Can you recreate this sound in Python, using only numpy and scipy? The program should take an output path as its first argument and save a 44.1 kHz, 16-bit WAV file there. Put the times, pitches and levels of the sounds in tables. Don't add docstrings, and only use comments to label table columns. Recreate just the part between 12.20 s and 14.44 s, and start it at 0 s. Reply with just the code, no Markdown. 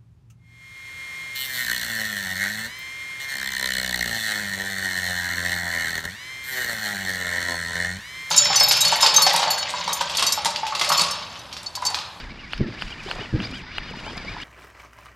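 import sys
import numpy as np
from scipy import signal
from scipy.fft import rfft, irfft, next_fast_len
from scipy.io import wavfile
from scipy.ndimage import uniform_filter1d, map_coordinates

SR = 44100
rng = np.random.default_rng(int(sys.argv[2]) if len(sys.argv) > 2 else 0)


def nominal_scale(level):
    x = np.asarray(level, float) / 20
    return 10 ** x


def master_out(mix):
    frames = np.transpose(np.atleast_2d(mix))
    ceiling = np.clip(frames, -1, 1)
    pcm = np.round(ceiling * 32767).astype(np.int16)
    wavfile.write(sys.argv[1], SR, pcm)


N = 98607
T = np.arange(N) / SR

# start_s, tooth_pitch_hz, whine_level_db
HANDLE_TURNS = [
    [(0, 1252, -43), (.022, 650, -46), (.075, 391, -47.5), (.108, 578, -45), (.17, 543.4, -55),
     (.197, 733, -43), (.225, 600, -48.5), (.275, 465, -46), (.314, 680, -49)],
    [(.333, 1120, -40), (.348, 1100, -46), (.375, 640, -58), (.432, 485, -42), (.462, 399, -46),
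     (.495, 700, -57), (.545, 414, -46), (.575, 530, -44.5), (.598, 770, -42)],
    [(.612, 1119, -45.5), (.628, 1240, -44), (.642, 899, -66), (.67, 739, -46), (.688, 641.6, -52),
     (.706, 790, -43), (.724, 780, -41.5), (.757, 429.3, -45.5)],
    [(.78, 550.4, -48), (.8, 670, -40), (.825, 466, -48), (.85, 650, -50), (.882, 790, -44), (.9, 962, -41),
     (.913, 1150, -37), (.928, 1050, -56)],
    [(.95, 638, -68), (.992, 599.4, -36.5), (1.026, 800.4, -46.5), (1.05, 719, -40.5), (1.075, 509.3, -49),
     (1.145, 395, -45.5), (1.185, 431.5, -42), (1.22, 760, -44)],
]
# start_s, tooth_pitch_hz, whine_level_db
LATER_TURNS = [
    [(1.235, 950, -41), (1.252, 1260, -38), (1.268, 1270, -40), (1.282, 900, -70), (1.32, 570, -45),
     (1.335, 660, -43.5), (1.355, 810, -37.5), (1.38, 805, -41), (1.425, 460, -47)],
    [(1.445, 450, -55), (1.475, 490, -43.5), (1.51, 530, -43.5), (1.545, 740, -46), (1.562, 930, -38),
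     (1.582, 1060, -38.5), (1.594, 800, -59), (1.612, 400, -43)],
    [(1.632, 580, -47), (1.66, 620, -46.5), (1.682, 800, -40), (1.705, 720, -46), (1.745, 401.3, -52),
     (1.79, 770, -44.5), (1.82, 450, -50), (1.86, 740, -42), (1.9, 820, -44)],
    [(1.925, 680, -54), (1.95, 490, -45.5), (1.985, 590, -45), (2.012, 580, -45), (2.05, 450, -47),
     (2.112, 640, -44), (2.155, 400, -46), (2.2, 530, -41), (2.236, 830, -40.5)],
]
# multiple, level_db
TOOTH_OVERTONES = [(2, -7), (3, -6), (4, 0), (4.6, -11), (6, -15)]
# start_s, load_db, line_scrape_db
EFFORT = [(0, -38.5, -68.5), (.15, -42.5, -74), (.3, -41, -74), (.45, -38.5, -75.5), (.6, -38, -70),
          (.7, -38.5, -67.5), (.79, -39.5, -70.5), (.85, -37.5, -63), (1, -37, -68), (1.12, -38, -69.5),
          (1.22, -34.5, -68.5), (1.285, -40, -70.5), (1.39, -40, -67), (1.45, -38, -76.5),
          (1.74, -38, -71.5), (1.87, -37.5, -67), (2.05, -36.5, -68.5), (2.236, -36, -69)]
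# start_s, rumble_db, extra_rattle_db
GRIP = [(0, -38.5, -0.5), (.07, -41.5, -3), (.14, -41.5, -4.5), (.3, -43.5, -9.5), (.45, -42, -6),
        (.57, -41, -3.5), (.67, -40, -2.5), (.75, -43, -2), (.84, -43, -4.5), (.9, -43.5, 9),
        (1.01, -43, 7.5), (1.09, -42, -2), (1.3, -38.5, -1.5), (1.45, -42, -8.5), (1.6, -42, -4),
        (1.85, -41.5, 6.5), (2.08, -39, 0.5), (2.236, -41.5, 0)]
# pitch_hz, level_db
GRIND_COLOUR = [(500, -7.5), (900, -2.5), (1800, 0.5), (3100, -5), (3500, -2.5), (5100, -10.5), (6000, -16),
                (9000, -61.5)]
# pitch_hz, width_hz, boost_db
HOUSING = [(1690, 300, 1.5), (2325, 260, 4), (2927, 270, 3.5), (4884, 600, 8)]
# pitch_hz, level_db
SCRAPE_COLOUR = [(5500, -3), (7000, -4), (9000, -14), (12000, -21), (13500, -28), (15200, -40)]
# pitch_hz, level_db
RUMBLE_COLOUR = [(22, -3), (33, 2.5), (80, -3), (190, -3.5), (300, -9), (500, -21.5)]
# pitch_hz, level_db
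RATTLE_COLOUR = [(150, -19), (350, -1.5), (500, -2), (950, -1.5), (1700, -9), (2600, -26)]
# start_s, peak_db, edge_db
CLICKS = [
    (0.3333, -14, -27),
    (0.6216, -15, -28.5),
    (0.9125, -14.5, -25.5),
    (1.2022, -20, -37),
    (1.5825, -13.5, -28),
]
# pitch_hz, level_db, rise_ms, delay_ms
CLICK_BODY = [(2850, 0, .7, 0), (1500, -2.5, .55, .65), (850, -12, .8, .4), (2400, -16, 1.4, 2.5)]
# pitch_hz, level_db, rise_ms
CLICK_EDGE = [(9000, 0.5, 0.5), (12600, -7, 0.44), (6660, 0.5, 0.29)]
# start_s, level_db
TICKS = [
    (0.326, -29),
    (.379, -27.5),
    (0.614, -27),
    (0.678, -32),
    (0.836, -31.5),
    (0.954, -33),
    (1.248, -30),
    (1.3134, -31),
    (1.9776, -25),
]
# start_s, level_db, pitch_hz, rise_ms
KNOCKS = [(.86, -29, 383.6, 4.9), (.878, -36.5, 719, 3.4), (.93, -36, 500, 3.5), (.958, -32, 640, 1.8),
          (0.991, -28, 650, 1.4), (1.009, -30.5, 403, 5.4), (1.434, -39, 880, 5.4), (1.71, -33, 455.4, 3),
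          (1.738, -30, 909, 3.3), (1.77, -29, 250, 2.5), (1.862, -34, 951, 3), (1.877, -30, 882, 3.7),
          (1.932, -32, 454.3, 1.95), (1.965, -38, 705, 3.3), (1.972, -29, 180.2, 4.2), (2.045, -38, 480, 3),
          (2.052, -38.5, 900, 3), (2.067, -32.5, 240, 3.44), (2.166, -26.5, 940, 1.95), (2.18, -36, 852, 3)]
# start_s, level_db, contact_ms
THUMPS = [(0.3973, -19.5, 1.6), (0.4033, -19.5, 0.94), (.408, -14, 0.7), (0.4132, -8.5, 1.25),
          (0.421, -22, 1.8), (0.427, -18, 1.4), (0.433, -25, 1.5), (1.1299, -20, 1.4), (1.139, -15.5, 0.86),
          (1.145, -12.5, 1.62), (1.1546, -20.5, 1.04), (1.161, -20, 0.71), (1.1644, -23, 1.1)]
# start_s, level_db, contact_ms
REBOUND = (1.15, -15, 1.2)
# pitch_hz, width_hz, level_db
CHEST = [(124, 37, -1), (281.4, 110, 7), (57.3, 250, -0.5), (490, 140, -1.5)]
# start_s, level_db, fade_by_60_db_s
SHUDDER = [
    (0.42, -29, 0.53),
    (1.165, -31, 0.62),
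]
# pitch_hz, level_db
SHAKE_COLOUR = [(110, 1), (210, 1), (370, -4), (680, -13)]
# start_s, side_level_db
LEFT_DRIFT = [(0, -45), (.85, -43), (1, -27), (1.6, -21), (1.85, -15), (2.2, -15)]
# pitch_hz, level_db
PORT_COLOUR = [(40, -33), (500, -7.5), (2500, -7.5), (5000, 4), (8000, 8.5)]
# start_s, level_db
SNAGS = [(.309, -57), (.377, -55.5), (.479, -60), (.545, -58), (.658, -54), (.709, -52), (.8355, -48.5),
         (.954, -49), (1.223, -51), (1.312, -48.5), (1.347, -53.5), (1.71, -53.5), (1.767, -55.5),
         (1.803, -53.5), (1.863, -54), (1.9325, -55), (1.9724, -48), (2.218, -50)]
# start_s, level_db, pitch_hz, rise_ms
BUMPS = [(.458, -27, 223, 8.7), (.478, -30, 351, 7), (.49, -27.5, 119, 11.5), (.99, -32.5, 130, 11),
         (1.15, -28, 479.8, 7.9), (1.195, -26, 202, 8.5), (1.205, -31, 308, 8.3), (1.215, -30, 99, 11),
         (1.325, -31.5, 255.2, 9), (.02, -33.5, 36, 25), (.345, -31, 34, 17), (.635, -28, 32.7, 20),
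         (.94, -35, 31.98, 18), (1.58, -32, 31, 18)]


def unit(x):
    return x / np.sqrt(np.mean(x ** 2) + 1e-20)


def curves(rows, smooth_s=.01):
    s, *cols = np.transpose(sorted(rows, key=lambda r: r[0]))
    return [uniform_filter1d(np.interp(T, s, c), int(smooth_s * SR) + 1) for c in cols]


def wobble(rate):
    return map_coordinates(rng.standard_normal(int(N * 900 / SR)), [T * min(rate, 800)])


def filtered(x, response):
    m = next_fast_len(N + 8192)
    return irfft(rfft(x, m) * response(np.fft.rfftfreq(m, 1 / SR)), m)[..., :N]


def ringing_db(hz, peaks):
    return sum(db / (1 + (2 * (hz - centre) / width) ** 2) for centre, width, db in peaks)


def noise(points, peaks=(), grain_db=0, grain_rate=300):
    low_end, high_end = (points[0][0] / 2, -70), (points[-1][0] * 1.3, -120)
    f, v = np.transpose([low_end] + list(points) + [high_end])

    def gain(hz):
        return nominal_scale(np.interp(np.log(hz + 1), np.log(f), v) + ringing_db(hz, peaks))

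    grains = rng.standard_normal(N) * nominal_scale(grain_db * wobble(grain_rate))
    return unit(filtered(grains, gain))


def blip(s, db, hz, rise_ms):
    u = np.clip(T - s, 0, .2) / (rise_ms / 1000)
    return nominal_scale(db) * (u * np.exp(1 - u)) ** 2 * np.sin(2 * np.pi * hz * (T - s))


def spike(s, fade_ms):
    return np.exp(-np.abs(T - s) * 1000 / fade_ms)


def push(s, db, contact_ms):
    return nominal_scale(db) * np.exp(-((T - s) * 1000 / contact_ms) ** 2)


def gear_whine(mesh_hz, whine_db):
    phase = 2 * np.pi * np.cumsum(mesh_hz * (1 + .014 * wobble(190))) / SR
    whine = 0
    for multiple, db in TOOTH_OVERTONES:
        flutter_db, break_db = 3.2 * wobble(200), 2.2 * wobble(54.98)
        whine = whine + nominal_scale(db + flutter_db + break_db) * np.sin(multiple * phase)

    def housing(hz):
        return nominal_scale(ringing_db(hz, HOUSING)) / (1 + (hz / 5500) ** 12)

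    return nominal_scale(whine_db) * filtered(whine, housing)


def gear_grind(load_db, speed_db):
    level_db = load_db - 3.5 + 0.77 * speed_db + wobble(44.9)
    return nominal_scale(level_db) * noise(GRIND_COLOUR, HOUSING, grain_db=1.5, grain_rate=250)


def line_scrape(scrape_db, speed_db):
    level_db = scrape_db + 8.0 + 0.82 * speed_db + 1.2 * wobble(18)
    return nominal_scale(level_db) * noise(SCRAPE_COLOUR, grain_db=1.4, grain_rate=710)


def cranked_reel():
    rows = [row for turn in HANDLE_TURNS + LATER_TURNS for row in turn]
    mesh_hz, whine_db = curves(rows, smooth_s=.012)
    load_db, scrape_db = curves(EFFORT)
    speed_db = 20 * np.log10(mesh_hz / 650)
    return gear_whine(mesh_hz, whine_db) + gear_grind(load_db, speed_db) + line_scrape(scrape_db, speed_db)


def hand_on_rod():
    rumble_db, rattle_db = curves(GRIP)
    rumble = nominal_scale(rumble_db + 1.6 * wobble(22)) * noise(RUMBLE_COLOUR)
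    rattle = nominal_scale(rattle_db - 48 + wobble(45)) * noise(RATTLE_COLOUR, grain_db=5, grain_rate=420)
    return rumble + rattle


def bumps_and_sways():
    return sum(blip(*row) for row in BUMPS)


def line_snags():
    return noise(SCRAPE_COLOUR) * sum(nominal_scale(db) * spike(s, fade_ms=4) for s, db in SNAGS)


def grit_ticks():
    grit = noise([(1500, 4), (3000, 5), (5500, 2.5), (7000, -31), (11000, -21), (14000, -46)])
    level = 0
    for s, db in TICKS:
        onset = np.clip((T - s) / .004 + 1, 0, 1) ** 2
        level = level + nominal_scale(db - 5) * onset * spike(s, fade_ms=4.6)
    return grit * level


def roller_clicks():
    out = np.zeros(N)
    for s, peak_db, edge_db in CLICKS:
        for hz, level, rise_ms, delay_ms in CLICK_BODY:
            out -= blip(s + delay_ms / 1000, peak_db + level, hz, rise_ms)
        for hz, level, rise_ms in CLICK_EDGE:
            out += blip(s, peak_db + edge_db + level, hz, rise_ms)
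    return out


def butt_thumps():
    pushes = push(*REBOUND) - sum(push(*row) for row in THUMPS)

    def chest(f):
        return sum(nominal_scale(db) * 1j * f * w / (c * c - f * f + 1j * f * w) for c, w, db in CHEST)

    return filtered(pushes, chest)


def rod_shudder():
    level = 0
    for s, db, t60 in SHUDDER:
        level = level + nominal_scale(db - 60 * np.abs(T - s) / t60) * np.clip((T - s) / 0.005, 0, 1)
    return level * nominal_scale(0.85 * wobble(60)) * noise(SHAKE_COLOUR)


def handle_knocks():
    return sum(blip(*row) for row in KNOCKS)


def port_difference(reel, body):
    side_db, = curves(LEFT_DRIFT)
    f, v = np.transpose(PORT_COLOUR)
    lag_ms = 0.04

    def colour(hz):
        return nominal_scale(np.interp(np.log(hz + 1), np.log(f), v)) * np.exp(-2j * np.pi * hz * lag_ms / 1000)

    def high_band(hz):
        return nominal_scale(-1.5 - 3) * np.exp(1.9j) / (1 + ((hz - 12450) / 1000) ** 6)

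    side = nominal_scale(side_db) * (1 + 1.66 * wobble(400)) * filtered(reel + body, colour)
    return side + filtered(reel * (1 + wobble(600)), high_band)


def scene():
    reel = cranked_reel() + line_snags() + grit_ticks() + roller_clicks()
    body = hand_on_rod() + bumps_and_sways() + butt_thumps() + rod_shudder() + handle_knocks()
    side = port_difference(reel, body)
    return reel + body + np.array([side, -side])


def band_limit(x):
    return signal.sosfilt(signal.butter(12, 15480, fs=SR, output="sos"), x)


def record(dry):
    return band_limit(dry)


dry = scene()
out = record(dry)
master_out(out)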